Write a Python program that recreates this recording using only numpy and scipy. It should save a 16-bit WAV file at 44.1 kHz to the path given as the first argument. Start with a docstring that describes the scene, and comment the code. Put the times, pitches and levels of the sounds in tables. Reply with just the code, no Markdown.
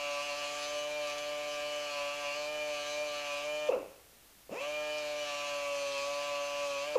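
"""Small drum sander in a workshop

A hand-held drum sander whines while a metal strip is pressed against it; it is braked almost to a stop,
restarted, and braked again at the end. The whine is a stack of sines at multiples ("orders") of the shaft speed,
which sags under load. Sanding is higher orders, noise and short rasps; braking and restarting add pole tones
and jolts that ring the housing and echo in the room. Steady hiss and hum lie underneath."""
import sys
import numpy as np
from scipy import signal
from scipy.fft import rfft, irfft, next_fast_len
from scipy.io import wavfile

SR = 44100
rng = np.random.default_rng(int(sys.argv[2]) if len(sys.argv) > 2 else 0)


def file_out(sig):
    """Save sig as 16-bit WAV at sys.argv[1]."""
    # one column per channel
    cols = np.atleast_2d(sig).T
    # limit, then scale
    lim = np.clip(cols, -1, 1)
    pcm = np.round(lim * 32767).astype(np.int16)
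    wavfile.write(sys.argv[1], SR, pcm)


def gain_from_db(level_db):
    """Convert decibel levels to linear amplitude factors (20 dB per decade)."""
    decades = np.asarray(level_db, float) / 20
    return 10 ** decades


N = 307818   # length of the scene in samples

FREE_SPEED, STALL_SPEED = 150.3, 138.5   # turns per s; below the second the orders fade out
FREE_SANDING_DB = -52.5   # sanding level at free speed, before the contact table is added


def in_time(rows):
    """Joins the points of a two-column table by straight lines, one value a sample."""
    times, values = np.transpose(rows)
    return np.interp(np.arange(N) / SR, times, values)


def at_hz(points, hz):
    """Reads a spectrum table at any frequency, on a log-frequency axis."""
    table_hz, table_db = np.transpose(points)
    return np.interp(np.log(hz), np.log(table_hz), table_db)


def drift(rate_hz):
    """Slow random wander with spread 1, at every 64th sample: noise smoothed twice above rate_hz."""
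    r = np.exp(-128 * np.pi * rate_hz / SR)
    noise = rng.standard_normal(N // 64 + 1002)
    slow = signal.lfilter([1], [1, -2 * r, r * r], noise)[1000:]   # skip the filter's start
    return slow / np.std(slow)


def stretch(slow):
    """Fills in a curve known at every 64th sample to every sample."""
    return np.interp(np.arange(N) / 64, np.arange(len(slow)), slow)


def coloured(spectrum):
    """Steady noise with the given spectrum shape, rms 1."""
    size = next_fast_len(N)
    white = rfft(rng.standard_normal(size))
    gain = gain_from_db(at_hz(spectrum, np.fft.rfftfreq(size, 1 / SR) + 1))
    noise = irfft(white * gain, size)[:N]
    return noise / np.std(noise)


def butter(x, order, hz, kind="low"):
    """Butterworth filter: low, high or band."""
    return signal.sosfilt(signal.butter(order, hz, kind, fs=SR, output="sos"), x)


def hiss():
    """Microphone hiss: steady noise, weaker towards the treble."""
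    # relative density of the hiss: (frequency [Hz], level [dB])
    hiss_spectrum = [(20, -4), (100, -9), (500, -10.5), (1000, -14), (3000, -14.5), (8000, -17),
                     (15000, -16)]
    return gain_from_db(-59) * coloured(hiss_spectrum)


def hum():
    """Mains hum: one steady low sine."""
    hum_hz, rms_db = 59, -76
    return np.sqrt(2) * gain_from_db(rms_db) * np.sin(2 * np.pi * hum_hz * np.arange(N) / SR)


def workshop(x, t60_s=0.29, cut_hz=3000):
    """Room echo: the sound is smeared by a tail of dull noise that dies away."""
    t = np.arange(SR // 2) / SR
    tail = rng.standard_normal(len(t)) * gain_from_db(-60 * t / t60_s)
    tail = tail * (t > .008)   # the echo starts after 8 ms
    tail = butter(tail, 1, cut_hz)
    return signal.fftconvolve(x, tail / np.sqrt(np.sum(tail ** 2)))[:N]


def powered_speed():
    """Shaft speed under power, pulled down as the strip is pressed on."""
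    # speed before braking and restart act on it: (time [s], speed [turns/s])
    loaded_speed = [(0.04, 144.8), (0.19, 143.8), (0.26, 146), (0.32, 144), (0.39, 146.1), (0.45, 144.9),
                    (0.5, 146.2), (0.64, 146.4), (0.75, 147.4), (0.85, 147.4), (0.95, 149.3), (1.11, 146.2),
                    (1.31, 147.6), (1.5, 147.3), (1.6, 146.6), (1.66, 147.7), (1.83, 147.1), (2.0, 143.8),
                    (2.07, 143.9), (2.19, 146), (2.27, 144.1), (2.33, 144.7), (2.37, 147.7), (2.45, 148.1),
                    (2.51, 150.2), (2.67, 149.4), (2.77, 146.5), (2.85, 146.5), (3.03, 149.4), (3.1, 147.3),
                    (3.34, 144.4), (3.42, 145.3), (3.45, 148), (3.53, 150.3), (4.98, 150.3), (5.03, 148.8),
                    (5.21, 147.8), (5.32, 144.9), (5.46, 144.7), (5.88, 141), (5.98, 139.7), (6.1, 142.9),
                    (6.26, 144.3), (6.38, 143.1), (6.63, 143.5), (6.77, 139.9), (6.83, 142.2),
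                    (6.88, 148.1), (6.92, 148.8)]
    return in_time(loaded_speed)


def shaft():
    """Share of powered speed, seconds since the latest or coming braking, and seconds since the restart."""
    first_brake_s, restart_s, second_brake_s = 3.687, 4.49, 6.954
    quick_share, quick_s, coast_s = 0.6, 0.035, 0.2   # braking sheds part of the speed fast, the rest slowly
    spin_up_s, creep_share, creep_s = 0.063, 0.24, 0.062   # the last of the speed comes back slowly
    t = np.arange(N) / SR
    braked = np.where(t < restart_s, t - first_brake_s, t - second_brake_s)
    after = np.maximum(braked, 0)
    coasting = quick_share * np.exp(-after / quick_s) + (1 - quick_share) * np.exp(-after / coast_s)
    started = t - restart_s
    creep = 1 - creep_share * np.exp(-np.abs(started) / creep_s)
    regained = np.where(started > 0, np.tanh(started / spin_up_s) * creep, 1)
    return np.clip(coasting * regained, .02, 1), braked, started


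def sanding_level(powered, speed):
    """Sanding level in dB: rises with the sag in speed and the width of strip touching, falls as the shaft slows."""
    # width of strip in contact: (time [s], level [dB])
    contact_width = [(0, 1), (0.65, 4), (0.85, -0.7), (2.4, 0.5), (2.8, 1.6), (3.4, -0.3), (5.3, 0.5),
                     (6.3, 0.8), (6.9, -0.3)]
    most_gain_db, sag_scale = 6.0, 2.67   # sag scale in turns per s
    sag = np.maximum(FREE_SPEED - powered, 0)
    pressed_db = most_gain_db * (1 - np.exp(-sag / sag_scale)) + in_time(contact_width)
    return FREE_SANDING_DB + pressed_db - 0.21 * np.maximum(STALL_SPEED - speed, 0)


def housing(x):
    """The tool body rings at several resonances side by side."""
    # resonances of the body: (frequency [Hz], width [Hz], level [dB])
    resonances = [(530, 104, 4.5), (286, 140, -10), (620, 77, -11.5), (1180, 200, -8), (1350, 87, -9.5),
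                  (2650, 150, -7)]
    out = 0
    for k, (hz, width, level_db) in enumerate(resonances):
        r = np.exp(-np.pi * width / SR)
        poles = [1, -2 * r * np.cos(2 * np.pi * hz / SR), r * r]
        ring = signal.lfilter([1, 0, -1], poles, x)
        out = out + (-1) ** k * gain_from_db(level_db) * (1 - r * r) / 2 * ring   # every second one is flipped
    return out


def knocks():
    """Soft blows as the drive's torque reverses or takes hold: they ring the housing and kick the tool in the hand."""
    # blows before filtering: (time [s], relative level [dB])
    blow_table = [(3.689, -40), (3.762, -31.5), (3.829, -36.5), (4.494, -40.5), (6.955, -33)]
    blows = np.full(N, 1e-18)
    for s, level_db in blow_table:
        blows[round(s * SR)] = 100 * gain_from_db(level_db)
    soft = butter(blows, 2, 600)
    kick = butter(blows, 2, [20, 80], "band")   # low thump around 40 Hz
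    return housing(soft + gain_from_db(-26.0) * blows) + gain_from_db(-16) * kick


def current(motion, brake_db, ahead_s, rise_s, power, start_db, hold_s):
    """Gain of one surge layer: braking current falls with speed, starting current holds and then dies."""
    share, braked, started = motion
    braking = gain_from_db(brake_db) * np.clip((braked + ahead_s) / rise_s, 0, 1) ** 2 * share ** power
    held = gain_from_db(start_db - 307 * np.maximum(started - hold_s, 0))   # falls by 307 dB per s after the hold
    return braking + held * np.clip(started / 0.025, 0, 1)   # comes up in 25 ms


def surge(speed, angle, motion, uneven_db=3.5, rough_db=5.5):
    """Heavy current: the pole tone and its octave glide with speed, one jolt per pole rattles the housing."""
    poles = 4   # magnet poles passed per turn
    tone = current(motion, brake_db=-20, ahead_s=0.001, rise_s=0.03, power=3.3, start_db=-42, hold_s=0.06)
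    octave = current(motion, brake_db=-28, ahead_s=0.02, rise_s=0.018, power=1.5, start_db=-51, hold_s=0.15)
    rattle = current(motion, brake_db=-26.5, ahead_s=0.001, rise_s=0.036, power=1.8, start_db=-46, hold_s=0.085)
    octave = octave * gain_from_db(rough_db * stretch(drift(24.0)))
    upper = octave * np.sin(2 * poles * angle)

    # the brake first grabs hard: a short loud pole tone
    braked = motion[1]
    grab_rise_s, grab_hold_s = 0.0051, 0.0116
    grab_time = np.minimum(braked, grab_hold_s + grab_rise_s - braked)
    grab = gain_from_db(-20) * np.clip(grab_time / grab_rise_s, 0, 1)

    passes = np.diff(np.floor(poles * angle / (2 * np.pi)), prepend=0) > 0
    height = np.sqrt(SR / (poles * speed)) * 5.8   # evens out power as the jolts thin out
    jolts = passes * height * rattle * gain_from_db(uneven_db * rng.uniform(-1, 1, N))
    jolts = butter(jolts, 1, 2300)   # soft magnetic pull, no sharp edge

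    grind = 3.5 * rattle * rng.standard_normal(N)   # brushes and bearings between the jolts
    under_power = (braked < 0) * (speed / FREE_SPEED) ** 5
    upper_poles = np.sin(4 * poles * angle) + np.sin(5 * poles * angle)
    grind += rattle * gain_from_db(23.5) * under_power * upper_poles

    direct = gain_from_db(-9.0) * upper + (grab + tone) * np.sin(poles * angle)
    direct = butter(direct, 2, 190, "high")   # a small tool sends out little bass
    return housing(upper + jolts + grind) + direct


def rush(angle, sanding_db, speed):
    """Noise of air and grit, beating once a turn and growing with the sanding."""
    # relative density of the rush: (frequency [Hz], level [dB])
    rush_spectrum = [(150, -29.5), (400, -23), (560, -7), (750, -10), (1500, -12.5), (2000, -12.5),
                     (2450, -3), (2900, -5.5), (3500, -12.5), (6000, -13.5), (7300, -13), (8000, -24.5),
                     (10500, -27.5), (13000, -37)]
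    noise = coloured(rush_spectrum) * (1 + .3 * np.sin(angle)) * stretch(gain_from_db(.6 * drift(15.0)))
    level = gain_from_db(0.4 * (sanding_db - FREE_SANDING_DB) - 50.0)
    return level * noise * np.minimum(speed / 60, 1)   # fades below 60 turns per s


def scrapes(angle, decay_s=0.013):
    """Short bright rasps as the strip catches on the grit, pulsing once a turn."""
    # catches of the strip: (time [s], relative level [dB])
    catches = [(1.071, -34.5), (1.0989, -36), (1.18, -34.5), (4.9826, -34.5), (5.9197, -35), (5.9464, -34),
               (5.9799, -33)]
    t, shape = np.arange(N) / SR, 0
    for s, level_db in catches:
        shape = shape + gain_from_db(level_db - 11.5) * (t > s) * np.exp(-np.abs(t - s) / decay_s)
    grit = butter(rng.standard_normal(N), 2, [3500, 6500], "band")
    return shape * grit / np.std(grit) * (1 + np.cos(angle))


def sleeve(speed, angle, waver_db=4.5, patch_db=2.5, grip_db=1.0, fade_db=11.0, size=4):
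    """The grit pattern passes once a turn: high orders swell alone and in groups as the contact wanders."""
    # strength of the high orders: (frequency [Hz], level relative to sanding level [dB])
    sanding_spectrum = [(3600, -18), (4300, -14), (4900, -18), (5600, -22.5), (6200, -16.5), (7100, -29),
                        (7600, -28), (8400, -32.5), (10300, -33)]
    slow, out = speed[::64], 0
    shared = grip_db * drift(15.0)[:len(slow)] - fade_db * np.maximum(STALL_SPEED - slow, 0)
    for first in range(25, 72, size):   # orders 25 to 72, above those of the whine
        group = shared + patch_db * drift(3.85)[:len(slow)]
        for order in range(first, first + size):
            alone = waver_db * np.tanh(drift(11.3))[:len(slow)]
            gain = gain_from_db(at_hz(sanding_spectrum, order * slow) + group + alone)
            out = out + np.sqrt(2) * stretch(gain) * np.sin(order * angle + rng.uniform(0, 2 * np.pi))
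    return out


def whine(speed, angle, fade_db=3.5, waver_db=0.24, most_db=2.5):
    """Clean shaft orders; load recolours them, they fade below stall speed, and the higher ones waver more."""
    # shaft orders from the first up: (level running free [dB], level loaded [dB])
    order_levels = [(-71, -72), (-58.5, -61.5), (-57, -62), (-38.5, -38), (-55, -51.5), (-56, -59),
                    (-61, -49), (-54, -47.5), (-61.5, -58.5), (-65.5, -66), (-60.5, -57.5), (-59, -60.5),
                    (-65.5, -63), (-81, -65.5), (-54.5, -59), (-43.5, -53), (-59.5, -49.5), (-58, -51.5),
                    (-51, -48), (-51, -51), (-62, -61), (-58.5, -61), (-70, -56), (-65.5, -61)]
    # dips and peaks where the echo off the bench meets the whine: (frequency [Hz], width [Hz], change [dB])
    bench_dips = [(430.7, 9.9, -16), (582.6, 11.9, -5.5), (702, 17, -15.5), (882.5, 6.4, -8),
                  (991, 18, -6.5), (1022.5, 15, -13), (1189, 10.5, -9.5), (1331, 13, -11), (1508, 24, -11),
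                  (1554, 53, -10), (1707, 36, -6), (1780, 27, -6), (1840, 39, -24), (2117, 64, -12),
                  (2258, 40, -10), (2364, 57, -3.5), (2425, 30, -10), (2690, 84, -6), (2788, 36, -10),
                  (2833, 80, -9), (2972, 20, -10.5), (3092, 90, 6), (3275, 73, -7), (3500, 90, -11)]
    contact_speed, loaded_speed = 149.8, 145.2   # turns per s between which load recolours the orders
    slow, out = speed[::64], 0
    load = np.clip((contact_speed - slow) / (contact_speed - loaded_speed), 0, 1)
    fade = -fade_db * np.maximum(STALL_SPEED - slow, 0)
    for order, (free_db, loaded_db) in enumerate(order_levels, start=1):
        waver = min(waver_db * order, most_db) * drift(10.3)[:len(slow)]
        dips = sum(db * np.exp(-(2 * (order * slow - hz) / width) ** 2) for hz, width, db in bench_dips)
        gain = gain_from_db(free_db + load * (loaded_db - free_db) + dips + fade + waver)
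        out = out + np.sqrt(2) * stretch(gain) * np.sin(order * angle + rng.uniform(0, 2 * np.pi))
    return out


def scene():
    """Sander, its surges and knocks echoing in the room, hum and hiss; both channels alike."""
    motion, powered = shaft(), powered_speed()
    speed = powered * motion[0]
    angle = 2 * np.pi * np.cumsum(speed) / SR   # turning angle of the shaft
    sanding_db = sanding_level(powered, speed)
    jolts = surge(speed, angle, motion) + knocks()
    room = gain_from_db(-12.5) * workshop(jolts)
    contact = gain_from_db(sanding_db) * sleeve(speed, angle) + scrapes(angle)
    air = rush(angle, sanding_db, speed)
    mono = whine(speed, angle) + contact + air + jolts + room + hum() + hiss()
    return np.array([mono, mono])


def band_limit(x):
    """A steep low-pass at the top of the band."""
    return signal.sosfilt(signal.butter(12, 15880, fs=SR, output="sos"), x)


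def record(dry):
    """Cuts the top of the treble steeply at 16 kHz."""
    top_cut = signal.cheby2(12, 60, 16000, fs=SR, output="sos")
    mix = signal.sosfilt(top_cut, dry)
    return band_limit(mix)


dry = scene()
out = record(dry)
file_out(out)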